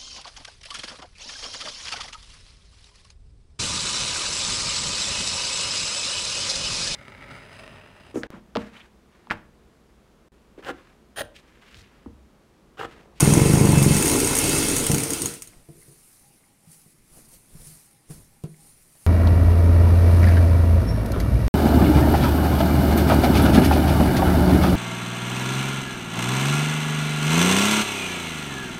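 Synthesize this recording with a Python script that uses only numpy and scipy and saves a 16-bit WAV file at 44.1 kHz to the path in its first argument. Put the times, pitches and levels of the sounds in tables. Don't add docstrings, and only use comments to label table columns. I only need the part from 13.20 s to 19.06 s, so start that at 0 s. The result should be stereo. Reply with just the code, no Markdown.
import sys
import numpy as np
from scipy import signal
from scipy.io import wavfile
from scipy.ndimage import uniform_filter1d

SR = 44100
rng = np.random.default_rng(int(sys.argv[2]) if len(sys.argv) > 2 else 0)


def unload_wav(signal):
    wavfile.write(
        sys.argv[1],
        SR,
        np.round(np.clip(np.atleast_2d(signal).T, -1, 1) * 32767).astype(np.int16),
    )


N = 258646
T = np.arange(N) / SR
FLAT = ((1, 0), (2, 0))
STEEL_GAP_S = .00014


def gain_of(db):
    return 10 ** (np.asarray(db) / 20)


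def evened(x):
    return x / np.sqrt(np.mean(x ** 2) + 1e-20)


def read(points, hz):
    f, value = np.transpose(points)
    return np.interp(np.log(hz + 1), np.log(f + 1), value)


def curves(rows):
    s, *columns = np.transpose(rows)
    return [np.interp(T, s, c) for c in columns]


def train(s, db):
    out = np.zeros(N)
    places = np.clip(np.round(np.asarray(s) * SR).astype(int), 0, N - 1)
    np.add.at(out, places, gain_of(db))
    return out


def fading(x, t60):
    return signal.lfilter([1], [1, -1000 ** (-1 / (t60 * SR))], x)


def decaying(hz, db, t60, t):
    return gain_of(db - 60 * t / t60) * np.sin(2 * np.pi * hz * t)


# (frequency [Hz], likeness [-1 to 1])
PORT_LIKENESS = [(60, 0.56), (240, 1), (950, 0.32), (3770, -0.21), (15000, -0.68)]


def noise(spectrum, patchy_db, tilt=FLAT, direct=0., lag_s=0.):
    frames, hz = N // 256 + 5, np.fft.rfftfreq(1024, 1 / SR)
    a, b, c, d, patches = rng.standard_normal((frames, 513, 5)).T
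    patches = uniform_filter1d(patches, size=12, axis=0)
    patches = evened(uniform_filter1d(patches, size=8, axis=1))
    same = np.clip(np.maximum(read(PORT_LIKENESS, hz), direct), 0, 1)[:, None]
    side = gain_of(read(tilt, hz) / 2)[:, None]
    shared, other = a + 1j * b, c + 1j * d
    lead = np.exp(2j * np.pi * hz * lag_s)[:, None]
    right = same * lead * shared + np.sqrt(1 - same ** 2) * other
    ports = np.array([shared * side, right / side])
    ports *= gain_of(read(spectrum, hz)[:, None] + patchy_db * patches)
    return evened(signal.istft(ports, nperseg=1024, noverlap=768)[1][:, :N])


# (frequency [Hz], relative density [dB per Hz])
AIR_SPECTRUM = [(12, -35.5), (20, 6), (59, -18.5), (123, 1.5), (537, -12), (1640, -18), (2170, -12.5),
                (3110, -19.5), (7390, -22), (9770, -19), (15700, -40)]
AIR_DB = -61.5


def still_air():
    return gain_of(AIR_DB) * noise(AIR_SPECTRUM, 1.8)


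def room(x):
    t = T[:SR // 2]
    spectrum = [(80, -11), (220, -10), (400, 2), (16000, 0)]
    tail = noise(spectrum, 0)[:, :len(t)] * gain_of(-60 * t / 0.26)
    tail[:, :150] = 0
    return signal.fftconvolve(x[None], tail / np.linalg.norm(tail[0]), axes=1)[:, :N]


# (time of peak [s], level [dB])
HOOT_SWELLS = [(2.38, -72), (3.09, -67), (3.28, -69), (3.48, -70), (3.63, -73), (4.74, -71), (5.16, -71),
               (5.44, -71)]
HOOT_HZ, HOOT_S = 810, .14


def hoots():
    breath = signal.lfilter(*signal.iirpeak(HOOT_HZ, HOOT_HZ / 30, SR), rng.standard_normal(N))
    tone = evened(evened(breath) + 1.4 * np.sin(2 * np.pi * HOOT_HZ * T))
    return tone * sum(gain_of(db) * np.exp(-((T - s) / (HOOT_S / 2)) ** 4) for s, db in HOOT_SWELLS)


# (frequency [Hz], relative density [dB per Hz])
RUSTLE_SPECTRUM = [(290, -40), (500, -22), (828, -16.5), (2180, -12.5), (3500, -15), (4230, -9.5),
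                   (7740, -6.5), (9340, 2), (10800, -2.5), (15700, -14)]
# (time of peak [s], rise [s], fall [s], rustle level [dB], low rub level [dB])
CLOTH_DRAGS = [(2.3, 0.17, 0.44, -66, -49.5), (2.62, 0.36, 1, -53.5, -79), (2.9, 0.5, 0.73, -56.5, -62),
               (3.529, 0.098, 0.27, -49, -66), (3.72, 0.13, 0.034, -61.5, -77),
               (3.98, 0.15, 0.17, -47.5, -47.5), (4.14, 0.08, 0.1, -47.5, -52.5),
               (4.36, 0.19, 0.35, -59.5, -51), (4.48, 0.23, 0.33, -44, -62),
               (4.907, 0.032, 0.21, -44.5, -43.5), (5.47, 0.5, 0.52, -52, -58),
               (5.86, 0.27, 0.082, -50.5, -67.5)]
DRAG_DROP_DB = 21
RUB_PATCHY_DB, RUSTLE_PATCHY_DB = 2.5, 1.8


def cloth():
    swells = [gain_of(-DRAG_DROP_DB * np.maximum((s - T) / rise, (T - s) / fall))
              for s, rise, fall, *_ in CLOTH_DRAGS]
    rustle, drag = gain_of(np.transpose(CLOTH_DRAGS)[3:]) @ swells
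    snaps = rng.exponential(1, N) * (rng.random(N) < 220 / SR)
    crackle = evened(1 + 0.18 * fading(snaps, 0.018))
    rub_spectrum = [(8, 3.0), (30, -12.5), (60, -13.0), (120, -13.0), (20000, -50.5)]
    rub = noise(rub_spectrum, RUB_PATCHY_DB)
    return rustle * crackle * noise(RUSTLE_SPECTRUM, RUSTLE_PATCHY_DB) + drag * rub


# (frequency [Hz], relative density [dB per Hz])
CLICK_SPECTRUM = [(470, -57), (800, -31.5), (1370, -28.5), (2040, -9), (3570, -12), (5870, -11.5),
                  (7620, -11), (8530, -7), (9420, -2), (15700, -20.5)]


def click_grit(patchy_db, **ports):
    return noise(CLICK_SPECTRUM, patchy_db, **ports)


# (frequency [Hz], t60 [s], relative level under a stitch thud [dB],
# under running vibration [dB], under a hand [dB])
WOOD_MODES = [(70, .25, -12, -18, -24), (107, .22, -11, -13, -16), (143, .25, .5, -14, -14),
              (155, .34, -5.5, -17, -1), (166, .25, -3, -18, -2), (185, .1, -9, -14, -8),
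              (204, .32, -3.5, -17, -12), (266, .12, -9, -4, -16), (292, .13, -8, 1, -14),
              (318, .12, -9, -6, -9), (343, .17, -18, -6, -4), (398, .1, -11, 1, 0),
              (450, .11, -24, -10, -7), (530, .1, -15, -17, -11), (675, .1, -17, -16, -6),
              (845, .07, -20, -12, -22), (985, .06, -19, -13, -11)]
THUD, VIBRATION, HAND = 2, 3, 4
RADIATES_HZ = 68


def ring(column, lo_hz, hi_hz, contact_s):
    t = T[:SR // 2]
    out = sum(decaying(m[0], m[column], m[1], t) for m in WOOD_MODES if lo_hz < m[0] < hi_hz)
    out = np.convolve(out, np.hanning(int(max(contact_s, 0) * SR) + 3))[:len(t)]
    out = signal.lfilter(*signal.butter(2, RADIATES_HZ, "high", fs=SR), out)
    return out / abs(out).max()


def shaken(kernel, per_s, spread_db):
    size = gain_of(spread_db * np.minimum(rng.exponential(1, N), 4))
    blows = size * (rng.random(N) < per_s / SR) * rng.choice([-1., 1.], N)
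    return evened(signal.oaconvolve(blows, kernel)[:N])


# (time [s], level [dB], relative level of upper modes [dB],
# relative level of nail tick [dB], contact [s], settling [s])
HAND_KNOCKS = [(2.488, -33.5, -4, -24, .002, .012), (2.555, -53, 6, -18, .004, .04),
               (2.68, -51, 4, -33, .0023, .05), (3.47, -46, -22, -40, .004, .02),
               (3.661, -45.5, -9, -40, .0015, .004), (3.917, -49, -12, -40, .0034, .006),
               (3.99, -53, 3, -33, .004, .02), (4.349, -35.5, -8, -40, .0015, .005),
               (4.4, -50, -3, -40, .001, .027), (4.465, -46, -9, -23, .0014, .06),
               (4.8985, -34.5, -4, -22, .003, .002), (4.9055, -34, -2, -14, .0012, .003),
               (5.238, -26, -4, -11, .002, .002), (5.438, -53, -1, -2, .001, .006),
               (5.752, -53, -3, 2, .001, .006)]
AFTER_DB = -14
TICK_PATCHY_DB = 1.5


def hands():
    out = np.zeros(N)
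    for s, db, upper_db, _, contact_s, settle_s in HAND_KNOCKS:
        low = ring(HAND, 130, 230, contact_s)
        blow = low + gain_of(upper_db) * ring(HAND, 230, SR, contact_s / 2)
        after = gain_of(AFTER_DB) * rng.standard_normal(80) * (np.arange(80) < settle_s * 1000)
        spaced = np.kron(after, np.eye(1, SR // 1000)[0])
        blow = blow + signal.oaconvolve(blow, spaced)[:len(blow)]
        part = out[round(s * SR):][:len(blow)]
        part += gain_of(db) * blow[:len(part)]
    return out


def nail_ticks():
    s, db, _, tick_db, *_ = np.transpose(HAND_KNOCKS)
    nails = train(s, db + tick_db)
    snap, tail = fading(nails, .005), gain_of(-10) * fading(nails, .13)
    tail_spectrum = [(150, -25), (600, 10), (1200, 6.0), (4000, -3.0), (9000, -8), (16000, -20)]
    return snap * click_grit(0, direct=0.7) + tail * noise(tail_spectrum, TICK_PATCHY_DB)


# (time [s], level [dB])
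TINK_BLOWS = [(2.3341, -47.5), (2.6145, -53), (2.626, -47), (3.2395, -54), (5.3438, -51)]
TINK_HZ, TINK_T60_S = 2090, 0.017


def tinks():
    mode = decaying(TINK_HZ, 0, TINK_T60_S, T[:4000])
    return signal.oaconvolve(train(*np.transpose(TINK_BLOWS)), mode)[:N]


# (time [s], whirr level [dB], table vibration level [dB], clatter level [dB])
RUN_LEVELS = [(0, -21.5, -21, -36), (.2, -24.5, -20.5, -29), (.45, -26.5, -20.5, -32),
              (.8, -22.5, -23, -21.5), (1.15, -23, -25, -21.5), (1.35, -20.5, -25, -22),
              (1.55, -23, -27, -27), (1.7, -25.5, -28.5, -34), (2.05, -30.5, -32.5, -14),
              (2.13, -34.5, -44.5, -7), (2.22, -48, -55.5, -22), (2.3, -54, -65, -26),
              (2.45, -64, -71, -66)]


def running(x):
    return x * np.clip((RUN_LEVELS[-1][0] - T) * 20, 0, 1)


# (time [s], speed [turns per second])
SHAFT_SPEED = [(0, 20.5), (.17, 21.21), (.35, 27.52), (.45, 25.23), (.63, 22.17), (.8, 21.77), (1.0, 13.81),
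               (1.2, 18.74), (1.45, 17.52), (1.6, 13.91), (1.9, 9.55), (2.1, 7.05), (2.4, .85)]
FIRST_TURN = .435
DRIVEN_TO_S, EASED_S = .73, .95


def turns():
    return FIRST_TURN + np.cumsum(curves(SHAFT_SPEED)[0]) / SR


def passes(share):
    s = T[1:][np.diff(np.floor(turns() - share)) > 0]
    return s[s < RUN_LEVELS[-1][0]]


def hard_drive():
    return np.interp(T, [DRIVEN_TO_S, EASED_S], [1, 0])


SWAY_DRIVEN_DB, SWAY_FREE_DB, SWAY_TO_S = -35.5, -38, 1.73


def sway():
    driven = hard_drive()
    out = driven * gain_of(SWAY_DRIVEN_DB) * np.sin(2 * np.pi * turns())
    out += (1 - driven) * gain_of(SWAY_FREE_DB) * np.sin(4 * np.pi * turns())
    return out * np.clip((SWAY_TO_S - T) * 10 + 1, 0, 1)


FEED_AT, FEED_DB = .42, 5.5
SHAKE_DRIVEN_DB, SHAKE_FREE_DB, BED_DRIVEN_DB = -6.5, -15, -2


def vibration():
    _, vibration_db, _ = curves(RUN_LEVELS)
    driven = hard_drive()
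    bed, feed = ring(VIBRATION, 68, SR, .0002), passes(FEED_AT)
    knocks = (1 - driven) * train(feed, FEED_DB + 1.6 * rng.standard_normal(len(feed)))
    hum = gain_of(BED_DRIVEN_DB * driven) * shaken(bed, per_s=450, spread_db=2.5)
    hum += signal.oaconvolve(knocks, bed)[:N]
    shake_db = SHAKE_FREE_DB + (SHAKE_DRIVEN_DB - SHAKE_FREE_DB) * driven
    hum += gain_of(shake_db) * shaken(ring(THUD, 68, 230, .0009), per_s=600, spread_db=1)
    return running(gain_of(vibration_db) * hum)


# (time [s], peak level [dB])
LOOSE_THUDS = [(.7523, -13.5), (1.6985, -10.5), (1.7332, -12), (1.829, -24), (2.05, -26)]
THUD_DB, THUD_SPREAD_DB = -5.2, .6


def thuds():
    tops = passes(0)[passes(0) < DRIVEN_TO_S]
    blows = train(tops, THUD_DB + THUD_SPREAD_DB * rng.standard_normal(len(tops)))
    blows += train(*np.transpose(LOOSE_THUDS))
    return signal.oaconvolve(blows, ring(THUD, 68, SR, .0007))[:N]


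# (frequency [Hz], left minus right [dB])
MACHINE_TILT = [(800, 0), (2400, -5.5), (5000, 4), (9000, 2), (13000, 0.5)]


def rattle(hits):
    _, vibration_db, _ = curves(RUN_LEVELS)
    spectrum = [(400, -23.0), (700, -6.5), (950, -1.5), (1400, -12.0), (2500, -12.0), (5000, -45.5)]
    bursts = 1 + 2.2 * fading(hits, 0.022)
    return running(gain_of(vibration_db - 13) * bursts * noise(spectrum, 1.9, MACHINE_TILT))


# (frequency [Hz], relative density [dB per Hz])
WHIRR_SPECTRUM = [(290, -41.5), (500, -5), (1120, -17.5), (1390, -3.5), (1560, -11.5), (2590, -7),
                  (3930, -8), (6510, -7), (7740, -8.5), (8820, 0.5), (13800, -17.5), (15700, -20)]
# (frequency [Hz], width [Hz], level over whirr [dB])
WHIRR_RINGS = [(2140, 49, -20.5), (2616, 15.9, -19), (6655, 120, -20.5)]


def whirr(strikes, loudest):
    out = noise(WHIRR_SPECTRUM, 1.8, MACHINE_TILT, direct=.2, lag_s=STEEL_GAP_S)
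    surges = strikes + loudest * (T > COAST_S) / loudest.max()
    drive = rng.standard_normal((2, N)) * (1 + 5 * fading(surges, 0.06))
    for hz, width, db in WHIRR_RINGS:
        out = out + gain_of(db) * evened(signal.lfilter(*signal.iirpeak(hz, hz / width, SR), drive))
    return running(gain_of(curves(RUN_LEVELS)[0]) * out)


# (share of the turn, level over clatter [dB])
TURN_STRIKES = [(.23, -2.5), (.57, 0), (.93, -4)]
STRIKE_SPREAD_DB, STRIKE_JITTER_S = 2, .0007
COAST_S = 1.6


def regular_strikes():
    s, db = np.transpose([(s, db) for share, db in TURN_STRIKES for s in passes(share) if s < COAST_S])
    late, loud = rng.standard_normal((len(s), 2)).T
    return train(s + STRIKE_JITTER_S * late, db + STRIKE_SPREAD_DB * loud)


# (frequency [Hz], relative level [dB], t60 [s])
STEEL_MODES = [(4730, -13, .013), (5930, -10, .02), (6680, -2.5, .03), (8340, -5, .03), (8580, -2, .03),
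               (8830, -2, .035), (9480, -9, .015), (10100, -1.5, .025), (12100, -16, .02)]
# (frequency [Hz], left minus right [dB])
CLICK_SIDE = [(2700, -6), (5000, 4), (6700, 4), (8700, -4), (13000, -4)]
STEEL_DB, TICKS_PER_TURN, TICKS_DB = 4, 7, -3.5


def clicks(strikes, loudest):
    whirr_db, _, clatter_db = curves(RUN_LEVELS)
    tick_db = whirr_db + TICKS_DB + 3.5 * np.minimum(rng.exponential(1, N), 3)
    ticks = gain_of(tick_db) * (rng.random(N) < TICKS_PER_TURN * curves(SHAFT_SPEED)[0] / SR)
    hits = gain_of(clatter_db) * strikes + loudest
    snap = fading(hits + ticks * (T < COAST_S), .0055)
    snap = uniform_filter1d(snap, size=50, origin=20)
    ports = dict(tilt=CLICK_SIDE, lag_s=STEEL_GAP_S)
    grit = click_grit(2, direct=.6, **ports)
    modes = sum(decaying(hz, db, t60, T[:6000]) for hz, db, t60 in STEEL_MODES)
    white = noise(FLAT, 0, direct=.8, **ports)
    rung = signal.oaconvolve(snap * white, modes[None] / np.linalg.norm(modes), axes=1)[:, :N]
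    grit_level = gain_of(-2) * snap + gain_of(-17) * fading(hits, 0.18)
    return grit_level * grit + gain_of(STEEL_DB) * rung


# (time [s], level [dB])
LOUD_CLICKS = [(.0044, -6), (0.137, -9.5), (0.334, -17.5), (0.457, -16), (0.627, -12), (0.745, -16.5),
               (0.766, -11), (.824, -11.5), (0.856, -11), (0.879, -14), (0.898, -12), (0.916, -14.5),
               (0.964, -17), (1.001, -11), (1.046, -16.5), (1.073, -11.5), (1.152, -10), (1.167, -13),
               (1.1877, -12), (1.238, -19), (1.296, -25), (1.5648, -8.5), (1.639, -17), (1.666, -8.5),
               (1.7158, -7.5), (1.7451, -10), (1.782, -14.5), (1.803, -19), (1.8344, -12), (1.9046, -12.5),
               (1.9343, -9.5), (2.0187, -11), (2.0579, -11.5), (2.1386, -24), (2.221, -20.5), (2.2733, -33)]


def steel():
    strikes, loudest = regular_strikes(), train(*np.transpose(LOUD_CLICKS))
    return whirr(strikes, loudest) + rattle(strikes + loudest) + clicks(strikes, loudest)


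PORT_GAP_S = .00018


def scene():
    dry = hoots() + hands() + sway() + vibration() + thuds()
    wet = gain_of(-8) * room(dry)
    ports = np.array([np.interp(T - PORT_GAP_S, T, dry), dry])
    return ports + wet + still_air() + cloth() + nail_ticks() + tinks() + steel()


DULL_HZ, EDGE_HZ = 15800, 16800


def record(dry):
    dull, edge = (signal.firwin(511, hz, window=("kaiser", 9), fs=SR) for hz in (DULL_HZ, EDGE_HZ))
    response = dull + gain_of(-28) * (edge - dull)
    return signal.oaconvolve(dry, response[None], "same")


dry = scene()
out = record(dry)
unload_wav(out)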